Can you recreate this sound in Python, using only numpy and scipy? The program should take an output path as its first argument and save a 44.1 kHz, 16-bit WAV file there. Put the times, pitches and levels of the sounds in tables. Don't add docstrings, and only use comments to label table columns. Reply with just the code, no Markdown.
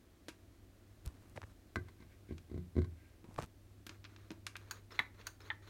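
import sys
import numpy as np
from scipy import signal
from scipy.fft import rfft, irfft, next_fast_len
from scipy.io import wavfile
from scipy.ndimage import map_coordinates

SR = 44100
rng = np.random.default_rng(int(sys.argv[2]) if len(sys.argv) > 2 else 0)


def waveform_to_disk(signal):
    frames = np.transpose(np.atleast_2d(signal))
    scaled = np.clip(frames, -1, 1) * 32767
    samples = np.round(scaled).astype(np.int16)
    wavfile.write(sys.argv[1], SR, samples)


N = 250929
TIME = np.arange(N) / SR
T = np.arange(SR // 2) / SR

# start_s, soft_push_db, hard_tick_db
KNOCKS = [(1.7585, -46.5, -31.5), (1.7679, -44, -67), (1.7879, -52.5, -68), (1.885, -80, -61.5),
          (2.003, -63.5, -71), (2.023, -63.5, -70), (2.2905, -56.5, -83), (2.309, -45.5, -79),
          (2.322, -53.5, -68), (2.498, -62, -81), (2.515, -49.5, -71), (2.5424, -47, -71),
          (2.563, -50, -99), (2.577, -49.5, -66), (2.597, -62, -97), (2.754, -50.5, -79),
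          (2.766, -37, -58.5), (2.7803, -36, -58), (2.7884, -36.5, -55), (2.818, -46.5, -55.5),
          (2.844, -67, -56.5)]
# pitch_hz, level_db, ring_s (the time to fade by 60 dB)
DOOR_NOTES = [(77.5, -15, 1), (84.4, 5, 0.34), (104.6, -0.5, 0.28), (149.4, -6, 0.32), (173, -10.5, 0.4),
              (224, -6, 0.18), (242, 2.5, 0.054), (260, -9.5, 0.18), (316.7, -11, 0.31), (307, 7, 0.033),
              (358.4, -1.5, 0.19), (412, -10, 0.19), (486.5, -19.5, 0.2), (643, -4, 0.025),
              (764, -13, 0.012), (1070, -1.5, 0.037), (1177, -13, 0.063), (1290, -3, 0.022),
              (1495, -5.5, 0.061), (1567, -8.5, 0.12), (1998, -13, 0.1), (2163, -25.5, 0.066)]
# frequency_hz, level_db
TRIM_TONE = [(200, -29), (900, 3.5), (1100, 11), (1300, -13), (1600, -3), (1800, 1), (2080, 15.5),
             (2600, -16), (3100, -4), (4100, 3.5), (5000, -8), (7500, -11), (16000, -26)]
# start_s, level_db, pitch_ratio, high_notes_db
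HANDLE_HITS = [(4.9913, -26, 1.053, -0.5), (4.9996, -33.5, 0.91, -15), (5.5023, -35, .96, -3),
               (5.5056, -38.5, .93, -13), (5.5115, -41, 0.89, -19)]
# pitch_hz, level_db, ring_s
HANDLE_NOTES = [(960, -6.5, 0.031), (1092, -9.5, 0.047), (1415, -10, 0.057), (1570, -21, .025),
                (1946, -14, 0.06), (1966, 6.5, 0.023), (2085, -5.5, 0.046), (2400, -20, 0.016),
                (3300, 5, 0.012), (3655, -1, 0.021), (4000, -25, .022)]
# start_s, level_db
HOOK_SNAPS = [(4.7098, -38.5), (5.2684, -39.5)]
# pitch_hz, level_db, ring_s
HOOK_NOTES = [(900, -12, 0.033), (1433, -11.5, 0.07), (1553, 4.5, 0.022), (1724, -6.5, 0.039),
              (3980, 1.5, 0.018), (4500, 5, 0.02), (6140, 6, 0.01), (6700, 1.5, 0.025), (9000, 4.5, 0.0074)]
# start_s, click_db, ring_s, treble_limit_hz, knock_db
GRIP_CLICKS = [(0.2835, -46, 0.1, 11500, -45.5), (2.381, -53.5, 0.035, 9500, -65),
               (3.242, -69, 0.054, 4000, -50), (3.866, -46, 0.054, 14300, -56),
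               (3.893, -43, 0.038, 7800, -53.5), (4.0424, -47.5, 0.015, 7560, -62),
               (4.0497, -47, 0.059, 5100, -64), (4.1625, -50.5, 0.027, 5800, -68),
               (4.3053, -43, 0.016, 7500, -46.5), (4.3151, -52, 0.031, 12000, -46),
               (4.4664, -35.5, 0.046, 10600, -72), (4.555, -37.5, 0.037, 2960, -83),
               (4.5661, -44, 0.028, 13000, -65), (4.993, -40, 0.024, 12900, -44.5),
               (5.212, -54.5, 0.056, 5460, -81)]
# pitch_hz, level_db, ring_s
RIM_NOTES = [(1220, -24, 0.043), (1600, -8.5, 0.082), (2500, -6.5, 0.043), (3300, -1, 0.016)]
# pitch_hz, level_db, ring_s
FRAME_NOTES = [(241, -7.5, 0.082), (323.3, 2, 0.071), (426, -7, 0.033), (544, -11, 0.056),
               (960, -11, 0.092)]
# frequency_hz, level_db
PLASTIC_TONE = [(100, 14.5), (400, 7.5), (800, 2.5), (1250, 2.5), (1650, -0.5), (2000, -4), (2500, 1),
                (3050, -3.5), (3900, -3.5), (5200, -7), (6500, -9), (7900, -14.5), (9500, -15),
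                (16000, -15)]
# start_s, level_db, pitch_hz
BUMPS = [(.2845, -44.5, 480), (1.066, -33, 64.6), (1.436, -43, 84), (3.287, -46, 195), (3.3105, -50.5, 730),
         (3.387, -32.5, 150)]
# start_s, level_db, brightness_db_per_octave
CASE_TICKS = [(1.061, -32, 11.5), (1.0765, -41, 7.5), (1.297, -49, 11.5), (1.363, -46, -2),
              (1.4175, -41, -3), (3.343, -48, 9), (3.362, -46, -0.5), (3.4049, -38, -12), (3.4165, -43, 1),
              (3.424, -39, 3.5), (3.4326, -39.5, -4.5), (3.4496, -52, 1), (3.461, -48, 12)]
# peak_s, level_db, pitch_hz, fall_s, swell_s
CHIRPS = [(1.375, -41, 1710, 0.004, 0.00054), (1.4311, -45.5, 1794, 0.0015, 0.00033),
          (1.4378, -45.5, 1697, 0.00194, 0.00084), (3.388, -31.5, 1456, 0.0019, 0.0029)]
# start_s, length_s, level_db
HANDLE_RUBS = [(3.9, 0.021, -62.5), (4.09, 0.023, -66), (4.18, 0.085, -69), (4.31, 0.021, -68),
               (4.605, 0.16, -64.5), (4.905, 0.092, -57.5), (5.14, 0.15, -64), (5.402, 0.09, -60.5),
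               (5.62, 0.067, -66), (5.673, 0.025, -58.5)]
# frequency_hz, level_db
SKIN_TONE = [(150, -14), (400, 6), (750, -6.5), (1150, 1), (1550, 0), (1850, -1), (2200, -3), (2900, -11),
             (4200, -4.5), (4900, -17.5), (6700, -13), (7800, -25), (16000, -24.5)]
# start_s, length_s, level_db
CASE_RUBS = [(1.052, 0.019, -52), (1.08, 0.44, -66), (1.358, 0.015, -54.5), (3.25, 0.17, -65),
             (3.378, 0.032, -51), (3.418, 0.021, -47.5)]
# frequency_hz, level_db
CASE_TONE = [(30, -1), (110, 5.5), (300, -3.5), (600, -9), (1200, -10.5), (2500, -20.5), (5000, -26),
             (8000, -24.5), (16000, -41)]
# peak_s, level_db, half_length_s
SQUEAKS = [(4.924, -58, 0.009), (5.421, -62, 0.006)]
# peak_s, level_db, half_length_s
THUMB_BRUSHES = [(1.88, -77, 0.027), (2.02, -72.5, 0.032), (2.125, -72, 0.032), (2.31, -71, 0.036),
                 (2.55, -85, 0.032), (3.04, -75.5, 0.098)]
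# peak_s, level_db, half_length_s
PALM_SHUDDER = [(2.61, -48, 0.061)]
# time_s, level_db
HUM_LEVELS = [(.25, -91), (.45, -66.5), (1.5, -65), (3.5, -66), (4.1, -60.5)]
# frequency_hz, level_db
AIR_TONE = [(15, -48), (34, -4), (45, -8), (62, -5.5), (100, -6.5), (135, -18), (330, -13), (450, -24.5),
            (650, -24), (900, -32.5), (2000, -35), (5000, -39), (11000, -42.5), (16000, -43.5)]
# frequency_hz, ring_s
WALL_ECHO = [(100, 0.24), (500, 0.3), (2000, 0.25), (3500, 0.18), (7000, 0.24), (14000, 0.28)]


def door_knocks(soft_hz=640, hard_hz=800, lowest_hz=60):
    out = np.zeros(N)
    for start_s, push_db, tick_db in KNOCKS:
        body = ring(DOOR_NOTES)
        push = cut_lows(cut_highs(body, soft_hz, order=4), lowest_hz, order=4)
        tick = cut_lows(body, hard_hz, order=2)
        burst = rng.standard_normal(len(T)) * fade(ring_s=0.047)
        rattle = shape_tone(burst, lambda hz: gain(look_up(TRIM_TONE, hz)))
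        rattle_db = -27 + 0.5 * tick_db
        add(out, start_s, gain(push_db) * push + gain(tick_db) * tick + gain(rattle_db) * rattle)
    return out


def handle_clacks(high_notes_hz=2800, highest_hz=4300, lowest_hz=620):
    out = np.zeros(N)
    for start_s, db, pitch_ratio, high_notes_db in HANDLE_HITS:
        notes = [(hz, note_db + high_notes_db * (hz > high_notes_hz), ring_s)
                 for hz, note_db, ring_s in HANDLE_NOTES]
        clack = ring(notes, pitch_ratio) + gain(-14.5) * crack(ring_s=0.058, low_hz=1770, tilt_db=-23.5)
        add(out, start_s, gain(db) * clack * fade_in(rise_s=0.0002))
    return cut_lows(cut_highs(out, highest_hz, order=10), lowest_hz, order=2)


def hook_snaps():
    out = np.zeros(N)
    for start_s, db in HOOK_SNAPS:
        snap = ring(HOOK_NOTES) + gain(-2) * crack(ring_s=0.065, low_hz=970, tilt_db=3)
        add(out, start_s, gain(db) * snap * fade_in(rise_s=0.00086))
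    return out


def grip_clicks(full_ring_s=0.11):
    out = np.zeros(N)
    for start_s, click_db, ring_s, treble_limit_hz, knock_db in GRIP_CLICKS:
        click = cut_highs(crack(ring_s, low_hz=1500, tilt_db=3), treble_limit_hz, order=4)
        rim = min(ring_s / full_ring_s, 1) * ring(RIM_NOTES)
        add(out, start_s, gain(click_db) * (click + rim))
        knock = ring(FRAME_NOTES) + gain(-1) * crack(ring_s=0.052, low_hz=220, tilt_db=-3.5)
        add(out, start_s, gain(knock_db) * knock * fade_in(rise_s=0.00079))
    return out


def hand_bumps(cycles_to_peak=0.6):
    out = np.zeros(N)
    for start_s, db, hz in BUMPS:
        age = T * hz / cycles_to_peak
        loudness = age ** 2 * np.exp(2 - 2 * age)
        add(out, start_s, -gain(db) * loudness * np.sin(2 * np.pi * hz * T))
    return out


def case_ticks():
    out = np.zeros(N)
    for start_s, db, tilt_db in CASE_TICKS:
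        add(out, start_s, gain(db) * crack(ring_s=0.0059, low_hz=950, tilt_db=tilt_db))
    return cut_highs(out, hz=11500, order=4)


def fingertip_chirps(linger=2.3, roughness=0.52, lead_s=0.02, pitch_rise_s=0.0077):
    out = np.zeros(N)
    after, before = np.maximum(T - lead_s, 0), np.maximum(lead_s - T, 0)
    for peak_s, db, hz, fall_s, swell_s in CHIRPS:
        waver = roughness * wobble(1483)[:len(T)] / 2
        pitch_hz = hz * np.exp(-after / fall_s - before / pitch_rise_s + waver)
        flicker = roughness * wobble(1502)[:len(T)]
        loudness = np.exp(-before / swell_s - (after / (linger * fall_s)) ** 2 + flicker)
        add(out, peak_s - lead_s, gain(db) * loudness * gliding_note(pitch_hz))
        touch = crack(ring_s=0.011, low_hz=900, tilt_db=-1)
        add(out, peak_s, gain(db - 8) * cut_highs(touch, hz=7000, order=2))
    return out


def finger_rubs():
    slips = lambda: normalize(gain(2.7 * wobble(45) + 2.6 * wobble(600)))
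    on_handle = strokes(HANDLE_RUBS, rise_s=0.0033, fall_s=0.035) * slips() * noise(SKIN_TONE)
    on_case = strokes(CASE_RUBS, rise_s=0.0024, fall_s=0.0099) * slips() * noise(CASE_TONE)
    return on_handle + on_case


def skin_squeaks(pitch_hz=5300):
    return swells(SQUEAKS) * gliding_note(pitch_hz * (1 + 0.027 * wobble(810)))


def palm_drag(drag_db=-24, shudder_hz=178):
    drag = np.zeros(N)
    for start_s, push_db, _ in KNOCKS:
        add(drag, start_s, gain(push_db + drag_db) * fade(ring_s=0.13))
    murmur = signal.fftconvolve(rng.standard_normal(N), ring(DOOR_NOTES))[:N]
    murmur = normalize(cut_lows(murmur, hz=170, order=2))
    trim = narrow_hiss(pitch_hz=2150, width_hz=200)
    glass = gain(-3) * narrow_hiss(pitch_hz=1590, width_hz=15)
    shudder = swells(PALM_SHUDDER) * np.sin(2 * np.pi * shudder_hz * TIME)
    return drag * murmur + swells(THUMB_BRUSHES) * (trim + glass) + shudder


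def room_echo(sound, delay_s=0.005):
    hz, t, spectrum = signal.stft(rng.standard_normal(len(T)), SR, nperseg=256)
    ring_s = look_up(WALL_ECHO, hz)[:, None]
    tail = signal.istft(spectrum * fade(ring_s, t), SR, nperseg=256)[1]
    tail = np.pad(tail / np.linalg.norm(tail), (round(delay_s * SR), 0))
    return signal.fftconvolve(sound, tail)[:N]


def background(hum_hz=100, hiss_fall_db_per_s=1.5):
    hum_db = np.interp(TIME, *np.transpose(HUM_LEVELS)) + wobble(3.87)
    hum = gain(hum_db) * np.sqrt(2) * np.sin(2 * np.pi * hum_hz * TIME)
    hiss = gain(-78.5 - hiss_fall_db_per_s * TIME) * noise(SKIN_TONE)
    air = gain(-63 + 0.44 * wobble(0.9)) * noise(AIR_TONE)
    return hum + hiss + air


def ring(notes, pitch_ratio=1):
    return sum(gain(db + rng.standard_normal()) * fade(ring_s) * np.sin(2 * np.pi * hz * pitch_ratio * T)
               for hz, db, ring_s in notes)


def crack(ring_s, low_hz, tilt_db, sharpness=1.31):
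    burst = rng.standard_normal(len(T)) * fade(ring_s)
    even = irfft(np.exp(1j * np.angle(rfft(burst))), len(T)) * fade(2 * ring_s)
    even *= np.linalg.norm(fade(ring_s)) / np.linalg.norm(even)
    lowest_note = lambda hz: hz ** 2 / np.hypot(low_hz ** 2 - hz ** 2, hz * low_hz / sharpness)
    tone_db = lambda hz: look_up(PLASTIC_TONE, hz) + tilt_db * np.log2(1 + hz / low_hz)
    return shape_tone(even, lambda hz: gain(tone_db(hz)) * lowest_note(hz))


def gliding_note(pitch_hz):
    return np.sin(2 * np.pi * np.cumsum(pitch_hz) / SR)


def noise(tone):
    return shape_tone(rng.standard_normal(N), lambda hz: gain(look_up(tone, hz)))


def narrow_hiss(pitch_hz, width_hz):
    peak = lambda hz: hz / np.hypot(pitch_hz ** 2 - hz ** 2, 2 * width_hz * hz)
    return shape_tone(rng.standard_normal(N), peak)


def swells(rows):
    return sum(gain(db) * np.exp(-((TIME - peak_s) / half_s) ** 2) for peak_s, db, half_s in rows)


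def strokes(rows, rise_s, fall_s):
    return sum(gain(db) * np.clip((TIME - start_s) / rise_s, 0, 1)
               * np.exp(-np.maximum(TIME - start_s - length_s, 0) / fall_s)
               for start_s, length_s, db in rows)


def fade(ring_s, t=T):
    return np.exp(-np.log(1000) * t / ring_s)


def fade_in(rise_s):
    return 1 - np.exp(-T / rise_s)


def wobble(per_s):
    return map_coordinates(rng.standard_normal(int(N * per_s / SR) + 4), [TIME * per_s])


def shape_tone(sound, gain_at, size=8192):
    log_gain = np.log(np.maximum(gain_at(np.fft.rfftfreq(size, 1 / SR)), 1e-6))
    folded = irfft(log_gain)
    folded[1:size // 2] *= 2
    folded[size // 2 + 1:] = 0
    response = irfft(np.exp(rfft(folded)))
    return signal.fftconvolve(sound, response / np.linalg.norm(response))[:len(sound)]


def cut_highs(sound, hz, order):
    return signal.sosfilt(signal.butter(order, hz, "low", fs=SR, output="sos"), sound)


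def cut_lows(sound, hz, order):
    return signal.sosfilt(signal.butter(order, hz, "high", fs=SR, output="sos"), sound)


def look_up(table, hz):
    row_hz, values = np.transpose(table)
    return np.interp(np.log(hz + 1), np.log(row_hz), values)


def gain(db):
    return 10 ** (np.asarray(db) / 20)


def normalize(sound):
    return sound / np.sqrt(np.mean(sound ** 2) + 1e-20)


def add(track, start_s, sound):
    part = track[round(start_s * SR):][:len(sound)]
    part += sound[:len(part)]


def scene():
    hits = [(door_knocks(), -17), (handle_clacks(), -13), (hook_snaps(), -12), (grip_clicks(), -11)]
    machine = sum(sound + gain(echo_db) * room_echo(sound) for sound, echo_db in hits)
    hand = palm_drag() + case_ticks() + hand_bumps() + fingertip_chirps() + finger_rubs() + skin_squeaks()
    return (machine + hand + background())[None]


def record(dry):
    size, highest_hz = next_fast_len(N + SR // 2), 16100
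    kept = np.fft.rfftfreq(size, 1 / SR) < highest_hz
    return irfft(rfft(dry, size) * kept, size)[:, :N]


dry = scene()
out = record(dry)
waveform_to_disk(out)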